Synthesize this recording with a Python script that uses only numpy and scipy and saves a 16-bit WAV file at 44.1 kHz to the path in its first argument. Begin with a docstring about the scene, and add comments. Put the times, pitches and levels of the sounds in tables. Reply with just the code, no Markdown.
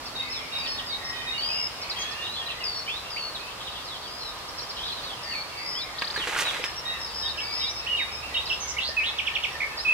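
"""A skylark pours out buzzes and sweeps: near-pure tones whose pitch bends and whose buzzes are modulated.
A warbler sings close by on the right, a great tit alternates two whistles and a blackbird flutes far off, all
by the same tone model; random echoes stand for leaves and the far bank. Bait patters into the water as noise
bursts, droplet clicks and ringing air pockets. Filtered noise and faint drones make the distant air and traffic."""
import sys
import numpy as np
from scipy import signal
from scipy.fft import rfft, irfft, next_fast_len
from scipy.io import wavfile
from scipy.ndimage import map_coordinates

SR = 44100
rng = np.random.default_rng(int(sys.argv[2]) if len(sys.argv) > 2 else 0)


def materialize(psi):
    """Save the field psi as 16-bit PCM at rate SR to the path in sys.argv[1].

    A 1-D psi becomes a single channel; in a 2-D psi each row is a channel.
    """
    bounded = np.clip(np.atleast_2d(psi).T, -1, 1)
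    quanta = np.round(bounded * 32767).astype(np.int16)
    wavfile.write(sys.argv[1], SR, quanta)


N = 437913
TIME = np.arange(N) / SR
TOP_HZ = 15700

# Levels in the tables are relative: each source applies its own gains, and echoes, afterwards.
# Spectrum of distant air and traffic: (frequency [Hz], relative density [dB])
AIR_SPECTRUM = [(15, -30), (28, -6), (55, 1.5), (90, -1.5), (135, -2), (230, -7), (480, -2), (1180, 1),
                (1420, -4), (2200, -7), (5200, -11.5), (6200, -17), (10500, -21.5), (15500, -29)]
# Stereo width of the air: (frequency [Hz], side minus mid [dB])
AIR_WIDTH = [(60, -11.5), (200, -6), (400, -9), (700, -5.5), (1300, -3), (2400, -2.5), (4400, 5),
             (8000, -1), (15000, -0.5)]
# Far engines: (start [s], end [s], frequency [Hz], level [dB], frequency wander [Hz])
DRONES = [(-1, 1.8, 256, -56.5, 1), (6.5, 9.9, 68, -52, 2.87), (1.5, 13, 1230, -57, 2.8),
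          (2, 10.3, 990, -59, 4.1)]

# Thrushes in the far woods, level over time: (time [s], level [dB])
FAR_WOODS_LEVEL = [(0, -46), (2.6, -50), (3.3, -82), (4.8, -62), (5.3, -48.5), (7, -43.5), (8.3, -49.5),
                   (9.9, -45.5)]
# Small birds repeating one pip:
# (time [s], pips [count], rate [1/s], start pitch [Hz], middle pitch [Hz], end pitch [Hz], level [dB])
PIP_RUNS = [(9.175, 5, 11.8, 5800, 5500, 5500, -48.5), (9.54, 3, 15, 4200, 5400, 4100, -55),
            (4.2, 2, 6, 3900, 5500, 3100, -54), (4.785, 3, 4.8, 6000, 5700, 5800, -54),
            (2.1, 5, 36, 2750, 2620, 2400, -41)]

# Distant blackbird, its clearest notes: (time [s], length [s], pitch [Hz], level [dB])
BLACKBIRD_NOTES = [(1.01, 0.16, 1887, -42.5), (1.128, .1, 3077, -43.5), (1.25, 0.052, 2500, -40.5),
                   (1.339, .076, 2900, -36.5), (1.408, 0.056, 3210, -39), (1.489, .038, 2567, -37.5),
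                   (1.52, 0.092, 2810, -38), (2.15, 0.12, 2815, -41), (5.235, 0.053, 1804, -44),
                   (5.344, .035, 2326, -38.5), (7.403, .28, 2280, -44.5), (8.228, 0.045, 2700, -39),
                   (8.312, 0.065, 1978, -43), (9.544, 0.03, 1800, -39.5)]
# Its softer fluting phrases: (start [s], end [s], central pitch [Hz], level [dB])
BLACKBIRD_PHRASES = [(.15, .7, 2300, -46.5), (1.95, 2.5, 1944, -46), (2.95, 3.5, 2530, -45.5),
                     (7.15, 8.15, 1847, -47.5), (8.8, 9.25, 1996, -44.5)]

# Great tit, low and high whistles in turn:
# (time [s], notes [count], first note [0 low, 1 high], low note level [dB], high note level [dB])
TIT_PHRASES = [(.15, 7, 0, -34, -36.5), (6.625, 11, 1, -33.5, -39)]
TIT_LOW_HZ, TIT_HIGH_HZ = 3773, 5284
TIT_PAIR_S, TIT_HIGH_DELAY_S, TIT_LOW_S, TIT_HIGH_S = .372, .147, 0.0786, 0.069

# Lumps of bait slapping the water:
# (time [s], peak level [dB], starting ring [Hz], level of the drops that follow [dB])
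SLAPS = [(6.021, -13.5, 1940, -43.5), (6.162, -30, 1700, -32), (6.273, -17, 1880, -29),
         (6.364, -21.5, 1520, -36), (6.389, -17, 1980, -34), (6.421, -18, 3000, -38),
         (6.543, -28, 2530, -48), (6.640, -17, 2500, -30.5), (6.654, -25, 2430, -47)]
# Air pockets ringing in the water: (time [s], starting pitch [Hz], peak level [dB])
PLOPS = [(6.021, 1090, -30), (6.161, 1614, -22), (6.176, 390, -31.5), (6.196, 320, -35), (6.27, 446, -33),
         (6.286, 386, -36), (6.362, 1370, -22), (6.421, 530, -33), (6.596, 460, -30.5), (8.89, 577, -29.5)]
# Spectrum of the slap's noise burst: (frequency [Hz], gain [dB])
SLAP_COLOUR = [(200, -23), (600, -16), (1000, 0.5), (2400, 5.5), (3800, -1), (6000, -17), (15000, -32)]
# Spectrum of the falling drops: (frequency [Hz], relative gain [dB])
SPLASH_COLOUR = [(150, -52), (320, -4), (700, -1.5), (1500, 3.5), (2500, 3.5), (4000, -4), (7000, -50),
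                 (15000, -37)]
# Spectrum of the fine spray: (frequency [Hz], relative gain [dB])
SPRAY_COLOUR = [(1500, -17), (4000, -1), (6500, -0.5), (10000, -6), (15000, -16)]
DROPS_DECAY_S, PLOP_S = 0.019, 0.037
# The cloud of loose crumbs lands in one swell; the spray peaks briefly within it.
CRUMBS_AT_S, CRUMBS_SPREAD_S, CRUMBS_DB = 6.395, 0.16, -33
SPRAY_AT_S, SPRAY_SPREAD_S, SPRAY_DB, SPRAY_BURST_DB = 6.402, 0.02, -9.5, 11.5

# Near warbler, plain notes: (time [s], length [s], pitch [Hz], glide [octaves], level [dB])
WARBLER_NOTES = [(7.864, .018, 2800, 0.5, -27.5), (7.876, 0.091, 2900, -0.046, -26),
                 (7.968, 0.067, 2230, -1.1, -28), (8.764, 0.016, 2200, 0.26, -31),
                 (8.782, .016, 2810, -0.27, -22.5), (8.966, .036, 2553, -0.016, -20),
                 (9.796, 0.021, 5120, 0.26, -32), (9.848, 0.092, 2545, .02, -20)]
# Its scratchy notes: (time [s], length [s], pitch [Hz], glide [octaves], level [dB], warble rate [Hz])
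WARBLER_BUZZES = [(8.6, 0.052, 6000, 0, -34, 139), (8.673, 0.053, 5900, -0.041, -33.5, 142),
                  (8.802, .1, 4050, .7, -30, 133.5), (8.997, .032, 2340, -.14, -28, 210),
                  (9.025, .036, 2806, 0.46, -28, 192), (9.055, .046, 3520, 0.09, -27, 165),
                  (9.6, 0.052, 2210, -.06, -25, 76.4)]
# Its hooked note, down and up again:
# (delay [s], length [s], start pitch [Hz], middle pitch [Hz], end pitch [Hz])
HOOK = [(0, .039, 3400, 2650, 3600)]
# Occurrences of the hooked note: (time [s], level [dB])
HOOK_CALLS = [(7.372, -31.5), (8.342, -24.5), (8.495, -24)]
# Its trill, loud falling chips with a soft lead-in between:
# (time [s], chips [count], rate [1/s], start pitch [Hz], middle pitch [Hz], end pitch [Hz], level [dB])
WARBLER_TRILL = [(9.183, 4, 11.93, 3910, 2740, 2170, -23), (9.25, 3, 11.7, 3310, 2880, 2720, -35)]
# Colour of its voice, weak below 2 kHz: (frequency [Hz], gain [dB])
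WARBLER_COLOUR = [(1500, -11), (2200, 2), (2700, 0.5), (3300, 2.5), (4000, 1), (5500, 2.5)]
SCRATCH_DEPTH_HZ, SCRATCH_AT_HZ, SCRATCH_POWER = 511, 4360, 1.84  # the warble widens with pitch

# Skylark chips, all one quick downward flick: (time [s], pitch [Hz], level [dB])
CHIPS = [(.056, 4850, -38.5), (.655, 3330, -35.5), (.78, 3310, -33.5), (1.815, 4820, -36.5),
         (1.897, 4380, -31), (2.012, 4500, -37.5), (2.11, 4680, -39), (2.5, 3580, -36), (3.345, 3750, -35),
         (3.665, 3290, -37.5), (4.58, 4700, -36), (4.692, 4790, -37), (8.455, 4400, -36),
         (9.773, 4480, -34)]
CHIP_S, CHIP_OCTAVES = .023, -0.492
# Stretches of softer chips at chance moments: (start [s], end [s], central pitch [Hz], level [dB])
SOFT_CHIPS = [(2.2, 2.7, 3185, -37.5), (3.35, 4.1, 3910, -43.5), (4.48, 5.1, 4200, -41)]
# Skylark slurred whistles: (time [s], length [s], pitch [Hz], glide [octaves], level [dB])
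SLURS = [(0.322, 0.076, 3730, -0.47, -41.5), (1.15, 0.071, 3690, -.06, -42), (0.863, .1, 4340, -0.45, -39),
         (1.961, 0.14, 3284, 0.1, -36.5), (2.212, .16, 3850, 0.26, -39), (2.364, .06, 3340, -0.21, -35.5),
         (2.46, 0.019, 3900, -0.072, -34.5), (2.865, .12, 3430, 0.46, -36.5),
         (2.878, 0.025, 2505, 0.31, -32.5), (3.162, 0.023, 2600, 0.64, -35.5),
         (3.874, .089, 3590, -.46, -41.5), (4.022, .062, 3450, -.5, -46.5),
         (4.189, .125, 4013, -.27, -40.5), (5.031, .025, 4430, .03, -39), (5.05, .072, 3540, -.4, -41.5),
         (6.139, 0.072, 3980, -.63, -36), (6.451, 0.053, 3630, -.32, -30.5), (7.69, 0.025, 5600, 0.16, -37),
         (1.988, 0.042, 6230, 0.18, -40.5), (2.744, .055, 5360, 0.11, -40.5),
         (5.313, .04, 2620, -.28, -39.5), (6.203, .04, 2980, -0.356, -34), (6.76, 0.036, 5500, -0.047, -38)]
# Skylark slow rough churrs: (time [s], length [s], pitch [Hz], glide [octaves], level [dB])
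CHURRS = [(3.6, .23, 3560, -0.092, -42), (4.762, .1, 3250, 0.276, -37), (4.83, 0.116, 3770, .08, -34.5)]
CHURR_DEPTH_HZ, CHURR_RATE_HZ = 189, 46
# Skylark trills of steep upward chirps:
# (time [s], chirps [count], rate [1/s], start pitch [Hz], middle pitch [Hz], end pitch [Hz], level [dB])
LARK_TRILLS = [(.158, 5, 33, 3900, 4470, 4930, -41.5), (5.983, 5, 34.3, 2930, 4430, 4950, -30.5),
               (7.5, 6, 42, 3270, 3970, 4500, -43)]
# Arched call, a buzz that climbs, crests and falls in a slur while a second voice rises to meet it:
# (delay [s], length [s], start [Hz], middle [Hz], end [Hz], optional warble depth [Hz], warble rate [Hz])
ARCH = [(0, 0.28, 4655, 4897.5, 5060, 130, 70), (.088, 0.127, 5090, 5240, 5200, 110, 78),
        (.2, .063, 5200, 4450, 3780), (.175, .1, 2950, 3470, 3850)]
# Arched calls: (time [s], climb level [dB], crest level [dB], slur level [dB], second voice level [dB])
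ARCH_CALLS = [(5.57, -38, -34.5, -36.5, -35.5), (7.055, -41, -34, -36, -39),
              (7.435, -35.5, -32.5, -38.5, -37)]
# Dipping call, a buzz that drops and then levels out:
# (delay [s], length [s], start [Hz], middle [Hz], end [Hz], warble depth [Hz], warble rate [Hz])
DIP = [(0, .066, 5320, 4770, 4650, 210, 72), (.063, 0.139, 4610, 4430, 4410, 83, 70.5)]
# Dipping calls: (time [s], drop level [dB], level part level [dB])
DIP_CALLS = [(.58, -36, -37), (2.635, -29, -35), (3.1, -36, -34.5), (5.228, -38, -34)]
# Lifting call, a short nearly level note and then a fine buzz that rises and flattens:
# (delay [s], length [s], start [Hz], middle [Hz], end [Hz], warble depth [Hz], warble rate [Hz])
LIFT = [(0, .077, 4460, 4500, 4560, 22, 70), (.053, .25, 4720, 5045, 5140, 100, 71.8)]
# Lifting calls: (time [s], level note level [dB], buzz level [dB])
LIFT_CALLS = [(1.375, -32, -29.5), (4.01, -45, -42)]


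def undb(db):
    """Logarithmic level: decibels to amplitude gain."""
    return 10 ** (np.asarray(db) / 20)


def unit(x):
    """Normalisation: scale to an rms of 1."""
    return x / np.sqrt(np.mean(x ** 2))


def add(track, s, sound):
    """Superposition: mix a sound into a track at time s."""
    i = max(int(s * SR), 0)
    n = max(min(len(sound), N - i), 0)
    track[i:i + n] += sound[:n]


def walk(rate, size=N):
    """Random modulation: straight lines between random knots, rate per second, with spread near 1."""
    knots = rng.standard_normal(4096)
    return 1.164 * map_coordinates(knots, [np.arange(size) / SR * rate], order=1, mode="wrap")


def swell(at_s, spread_s):
    """Gaussian envelope: a bell-shaped rise and fall in time."""
    return np.exp(-((TIME - at_s) / spread_s) ** 2 / 2)


def colour(x, points):
    """Linear filtering: weight the spectrum by (Hz, dB) points joined on a log-frequency axis."""
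    hz, db = np.transpose(points)
    size = next_fast_len(N + 4096)
    f = np.maximum(np.fft.rfftfreq(size, 1 / SR), 1)
    gain = undb(np.interp(np.log(f), np.log(hz), db))
    return irfft(rfft(x, size) * gain, size)[..., :N]


def ports(x, lag_ms, pan_db):
    """Time and level differences at two spaced microphones: the left hears lag_ms later and pan_db louder."""
    size = next_fast_len(N + 4096)
    delay = np.exp(-2j * np.pi * np.fft.rfftfreq(size, 1000 / SR) * lag_ms)
    left = irfft(rfft(x, size) * delay, size)[:N]
    return np.array([left * undb(pan_db / 2), x * undb(-pan_db / 2)])


def woodland(x, leaves_db, leaves_t60, bank_db, bank_t60):
    """Multiple scattering: sparse echoes from near branches, then a diffuse tail from trees round the pond."""
    t = np.arange(SR) / SR
    sparse = rng.standard_normal((2, SR)) * (rng.random((2, SR)) < .03)
    twigs = sparse * (t > .004) * undb(-60 * t / leaves_t60)
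    tail = rng.standard_normal((2, SR)) * np.minimum(t / .03, 1) * undb(-60 * t / bank_t60)
    response = (undb(leaves_db) * unit(twigs) + undb(bank_db) * unit(tail)) / np.sqrt(SR)
    return signal.fftconvolve(x[None], response, axes=1)[:, :N]


def song(notes, edge_s, waver, throb=0., arch=0.11):
    """Syrinx as modulated oscillator: a tone bends through three pitches; a buzz pulses pitch and loudness."""
    track = np.zeros(N)
    for s, length, start, middle, end, db, *warble in notes:
        depth, rate = warble or (0, 0)
        t = np.arange(int(length * SR)) / SR
        u = t / length
        swing = 2 * np.pi * rate * (t + .0007 * walk(30, size=len(t)))
        # a falling buzz settles into a purer whistle
        buzz = 1 - .7 * u ** 2 * (end < start)
        bend = np.polyfit([0, .5, 1], [start, middle, end], 2)
        hz = np.polyval(bend, u) * (1 + waver * walk(121.9, size=len(t)))
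        hz = hz + np.sign(end - start) * buzz * depth * np.sin(swing)
        # the release is twice as quick as the attack
        gate = np.sin(np.pi / 2 * np.clip(np.minimum(t, 2 * (length - t)) / edge_s, 0, 1))
        effort = gate * (1 - arch + arch * np.sin(np.pi * u)) * (1 - throb * buzz * np.cos(swing))
        add(track, s, undb(db) * unit(effort) * np.sin(2 * np.pi * np.cumsum(hz) / SR))
    return track


def repeats(runs, duty):
    """Periodic repetition: spell out runs of one note sounding for a share duty of each period."""
    return [(s + k / rate, duty / rate, *shape)
            for s, count, rate, *shape in runs
            for k in range(int(round(count)))]


def calls(motif, rows):
    """Motif repetition: sing the motif at each row's time, with that row's level for each note."""
    return [(s + delay, length, start, middle, end, db, *warble)
            for s, *levels in rows
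            for (delay, length, start, middle, end, *warble), db in zip(motif, levels)]


def glides(rows, bow):
    """Frequency glide: slide through so many octaves about the pitch, the middle raised by a share bow."""
    return [(s, length, hz * 2 ** (-octaves / 2), hz * (1 + bow), hz * 2 ** (octaves / 2), db, *warble)
            for s, length, hz, octaves, db, *warble in rows]


def improvise(phrases, gap_s, length_s, range_octaves, glide_octaves, count=24):
    """Random sequence: fill each phrase with loosely spaced notes scattered round its pitch."""
    rows = []
    for start, end, hz, db in phrases:
        for k, (late, span, pitch, slide) in enumerate(rng.random((count, 4))):
            s = start + (k + late / 2) * gap_s
            note_hz = hz * 2 ** (range_octaves * (pitch - .5))
            if s < end:
                rows.append((s, length_s * (.5 + span), note_hz, glide_octaves * (.5 + slide), db))
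    return rows


def air():
    """Stereo coherence of filtered noise: far wind and traffic, alike in the bass and wide in the treble."""
    mid, side = rng.standard_normal((2, N))
    side = colour(side, AIR_WIDTH)
    wash = colour(np.array([mid + side, mid - side]), AIR_SPECTRUM)
    sway_db = .3 * walk(2) + .4 * walk(11)
    balance_db = np.array([[-.4], [.4]])  # left, right
    return unit(wash) * undb(-38.5 + sway_db + balance_db)


def engines():
    """Slow frequency and amplitude modulation: faint wavering drones of machines far over the fields."""
    out = np.zeros(N)
    for start, end, hz, db, wander in DRONES:
        fade = np.clip(np.minimum(TIME - start, end - TIME) / 0.56, 0, 1)
        phase = 2 * np.pi * np.cumsum(hz + wander * walk(14)) / SR
        out += np.sqrt(2) * fade * undb(db + 1.6 * walk(4)) * np.sin(phase)
    return out


def far_woods(count=110):
    """Reverberant field: low fluting of many distant thrushes, heard only as echo."""
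    notes = []
    for when, span, pitch, glide in rng.random((count, 4)):
        s, hz = when * N / SR, 1750 + 1100 * pitch
        slope = 0.1467 * (glide - .5)
        db = np.interp(s, *np.transpose(FAR_WOODS_LEVEL))
        notes.append((s, 0.0514 + 0.1008 * span, hz * (1 - slope), hz, hz * (1 + slope), db))
    voices = song(notes, edge_s=0.015, waver=0.0235)
    return woodland(voices, leaves_db=1, leaves_t60=0.18, bank_db=4, bank_t60=0.51)


def chorus(count=260):
    """Random superposition: runs of pips and a faint twitter from further birds, heard only as echo."""
    notes = []
    for when, span, pitch, bend, glide, loud in rng.random((count, 6)):
        hz = 2600 + 2600 * pitch
        slope = 0.247 * (glide - .5)
        middle = hz * (1 + 0.0972 * (bend - .5))
        db = -53 + 5 * loud
        notes.append((when * N / SR, 0.0202 + .07 * span, hz * (1 - slope), middle, hz * (1 + slope), db))
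    twitter = song(notes, edge_s=.008, waver=.04)
    pips = undb(2.5) * song(repeats(PIP_RUNS, duty=0.23), edge_s=.003, waver=0.01)
    return woodland(twitter + pips, leaves_db=0, leaves_t60=.1, bank_db=-1, bank_t60=.8)


def blackbird():
    """Direct and reverberant sound: low fluting across the water, strongly echoed, each note rising a little."""
    clear = [(s, length, hz, .04, db) for s, length, hz, db in BLACKBIRD_NOTES]
    soft = improvise(BLACKBIRD_PHRASES, gap_s=.2, length_s=0.0797, range_octaves=.3, glide_octaves=0.095)
    voice = song(glides(clear + soft, bow=0), edge_s=0.0032, waver=0.0099)
    direct = ports(voice, lag_ms=-0.097, pan_db=-4.5) * undb(2)
    return direct + woodland(voice, leaves_db=-0.5, leaves_t60=0.27, bank_db=-0.5, bank_t60=1.)


def great_tit():
    """Alternating tones in a scattering medium: two whistles in turn from inside the trees, each ringing on."""
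    notes = []
    for s, count, first, *levels in TIT_PHRASES:
        for k in range(int(round(count))):
            high = (k + int(round(first))) % 2
            length = (TIT_LOW_S, TIT_HIGH_S)[high]
            hz = (TIT_LOW_HZ, TIT_HIGH_HZ)[high]
            notes.append((s, length, hz, 0, levels[high]))
            s += TIT_PAIR_S - TIT_HIGH_DELAY_S if high else TIT_HIGH_DELAY_S
    voice = song(glides(notes, bow=0), edge_s=0.0061, waver=0.0082)
    direct = ports(voice, lag_ms=.09, pan_db=-3) * undb(2.0)
    return direct + woodland(voice, leaves_db=2.5, leaves_t60=0.18, bank_db=-3.5, bank_t60=1.0)


def bubble(hz, cycles, rise):
    """Bubble resonance: an air pocket rings, decays and climbs in pitch as it nears the surface."""
    u = np.linspace(0, 1, int(cycles / hz * SR) + 2)
    return np.sin(2 * np.pi * cycles * (u + rise * u * u / 2)) * np.exp(-4 * u) * (1 - u ** 4)


def patter(spread_db):
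    """Random impulse process: dense droplet clicks of unequal size and random sign."""
    hits = rng.random(N) < .025
    size = undb(spread_db * np.minimum(rng.exponential(size=N), 4))
    return hits * size * rng.choice([-1, 1], N)


def bait(count=130):
    """Impact and bubble sound: lumps slap the surface and trap air; crumbs shower and throw up spray."""
    power = undb(CRUMBS_DB) ** 2 * swell(CRUMBS_AT_S, CRUMBS_SPREAD_S) ** 2
    fizz, cracks, pockets = np.zeros((3, N))
    for when, size, ring, loud in rng.random((count, 4)):
        pop = undb(-9.5 + 12.6 * loud) * bubble(600 * 6 ** size, 10 + 20 * ring, rise=0.46)
        add(fizz, CRUMBS_AT_S + .68 * (when - .5), pop)
    t = np.arange(SR // 20) / SR
    for when, db, hz, drops_db in SLAPS:
        add(cracks, when, undb(db - 1.5) * rng.standard_normal(len(t)) * np.exp(-t / 0.0036))
        add(pockets, when, undb(db) * bubble(hz, 8.3, rise=0.13))
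        add(power, when, (undb(drops_db) * np.exp(-TIME[:SR] / DROPS_DECAY_S)) ** 2)
    for when, hz, db in PLOPS:
        add(pockets, when, undb(db) * bubble(hz, hz * PLOP_S, rise=0.36))
    drops = unit(colour(patter(spread_db=4.0), SPLASH_COLOUR))
    spray_db = SPRAY_DB + SPRAY_BURST_DB * swell(SPRAY_AT_S, SPRAY_SPREAD_S)
    spray = undb(spray_db) * unit(colour(patter(spread_db=2.5), SPRAY_COLOUR))
    # slaps and crumbs add as powers, whose root is the amplitude of the shower
    shower = np.sqrt(power) * (drops + spray + fizz)
    water = colour(cracks, SLAP_COLOUR) + pockets + shower
    direct = ports(water, lag_ms=0.026, pan_db=-2.5) * undb(1)
    return direct + woodland(water, leaves_db=-6, leaves_t60=0.1, bank_db=-10.5, bank_t60=1.0)


def warbler():
    """Source and filter: loud notes in the bush on the right swell in their middle, then a filter colours them."""
    notes = glides(WARBLER_NOTES, bow=0.0077) + calls(HOOK, HOOK_CALLS) + repeats(WARBLER_TRILL, duty=.27)
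    buzzes = []
    for s, length, hz, octaves, db, rate in WARBLER_BUZZES:
        depth = SCRATCH_DEPTH_HZ * (hz / SCRATCH_AT_HZ) ** SCRATCH_POWER
        buzzes.append((s, length, hz, octaves, db, depth, rate))
    plain = song(notes, edge_s=0.0056, waver=.015, arch=0.49)
    scratchy = song(glides(buzzes, bow=.015), edge_s=0.0072, waver=.035, throb=0.59, arch=0.35)
    voice = colour(plain + scratchy, WARBLER_COLOUR)
    direct = ports(voice, lag_ms=0.069, pan_db=-4.8) * undb(-1)
    return direct + woodland(voice, leaves_db=-3.5, leaves_t60=0.17, bank_db=-12.5, bank_t60=1.0)


def skylark():
    """Frequency and amplitude modulation: chips, slurs, churrs, trills and fast buzzes high over the field."""
    chips = [(s, CHIP_S, hz, CHIP_OCTAVES, db) for s, hz, db in CHIPS]
    chips += improvise(SOFT_CHIPS, gap_s=.12, length_s=.028, range_octaves=0.81, glide_octaves=-0.336)
    sweeps = undb(2.5) * song(glides(chips + SLURS, bow=0.0112), edge_s=0.0014, waver=.012)
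    motifs = calls(ARCH, ARCH_CALLS) + calls(DIP, DIP_CALLS) + calls(LIFT, LIFT_CALLS)
    buzzes = song(motifs, edge_s=.008, waver=.004, throb=.6)
    rough = [(*row, CHURR_DEPTH_HZ, CHURR_RATE_HZ) for row in CHURRS]
    churrs = song(glides(rough, bow=.03), edge_s=.008, waver=.05, throb=0.42)
    trills = song(repeats(LARK_TRILLS, duty=0.51), edge_s=0.0026, waver=0.0087)
    sliding = sweeps + churrs
    pulsed = buzzes + trills
    # the pulsed sounds arrive mostly direct, the sliding ones with more echo
    echo = woodland(pulsed, leaves_db=-7, leaves_t60=.1, bank_db=-10, bank_t60=.8)
    echo = echo + woodland(sliding, leaves_db=-0.5, leaves_t60=.1, bank_db=-6, bank_t60=1.0)
    direct = ports(pulsed, lag_ms=-.06, pan_db=3) * undb(1.5)
    direct = direct + ports(sliding, lag_ms=-0.09, pan_db=-2) * undb(0.5)
    return direct + echo


def scene():
    """Linear superposition: everything heard from the bank."""
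    background = air() + engines() + far_woods() + chorus()
    return background + blackbird() + great_tit() + bait() + warbler() + skylark()


def record(dry):
    """Band limitation: a steep elliptic low-pass cuts the top."""
    return signal.sosfilt(signal.ellip(10, .2, 80, TOP_HZ, fs=SR, output="sos"), dry)


dry = scene()
out = record(dry)
materialize(out)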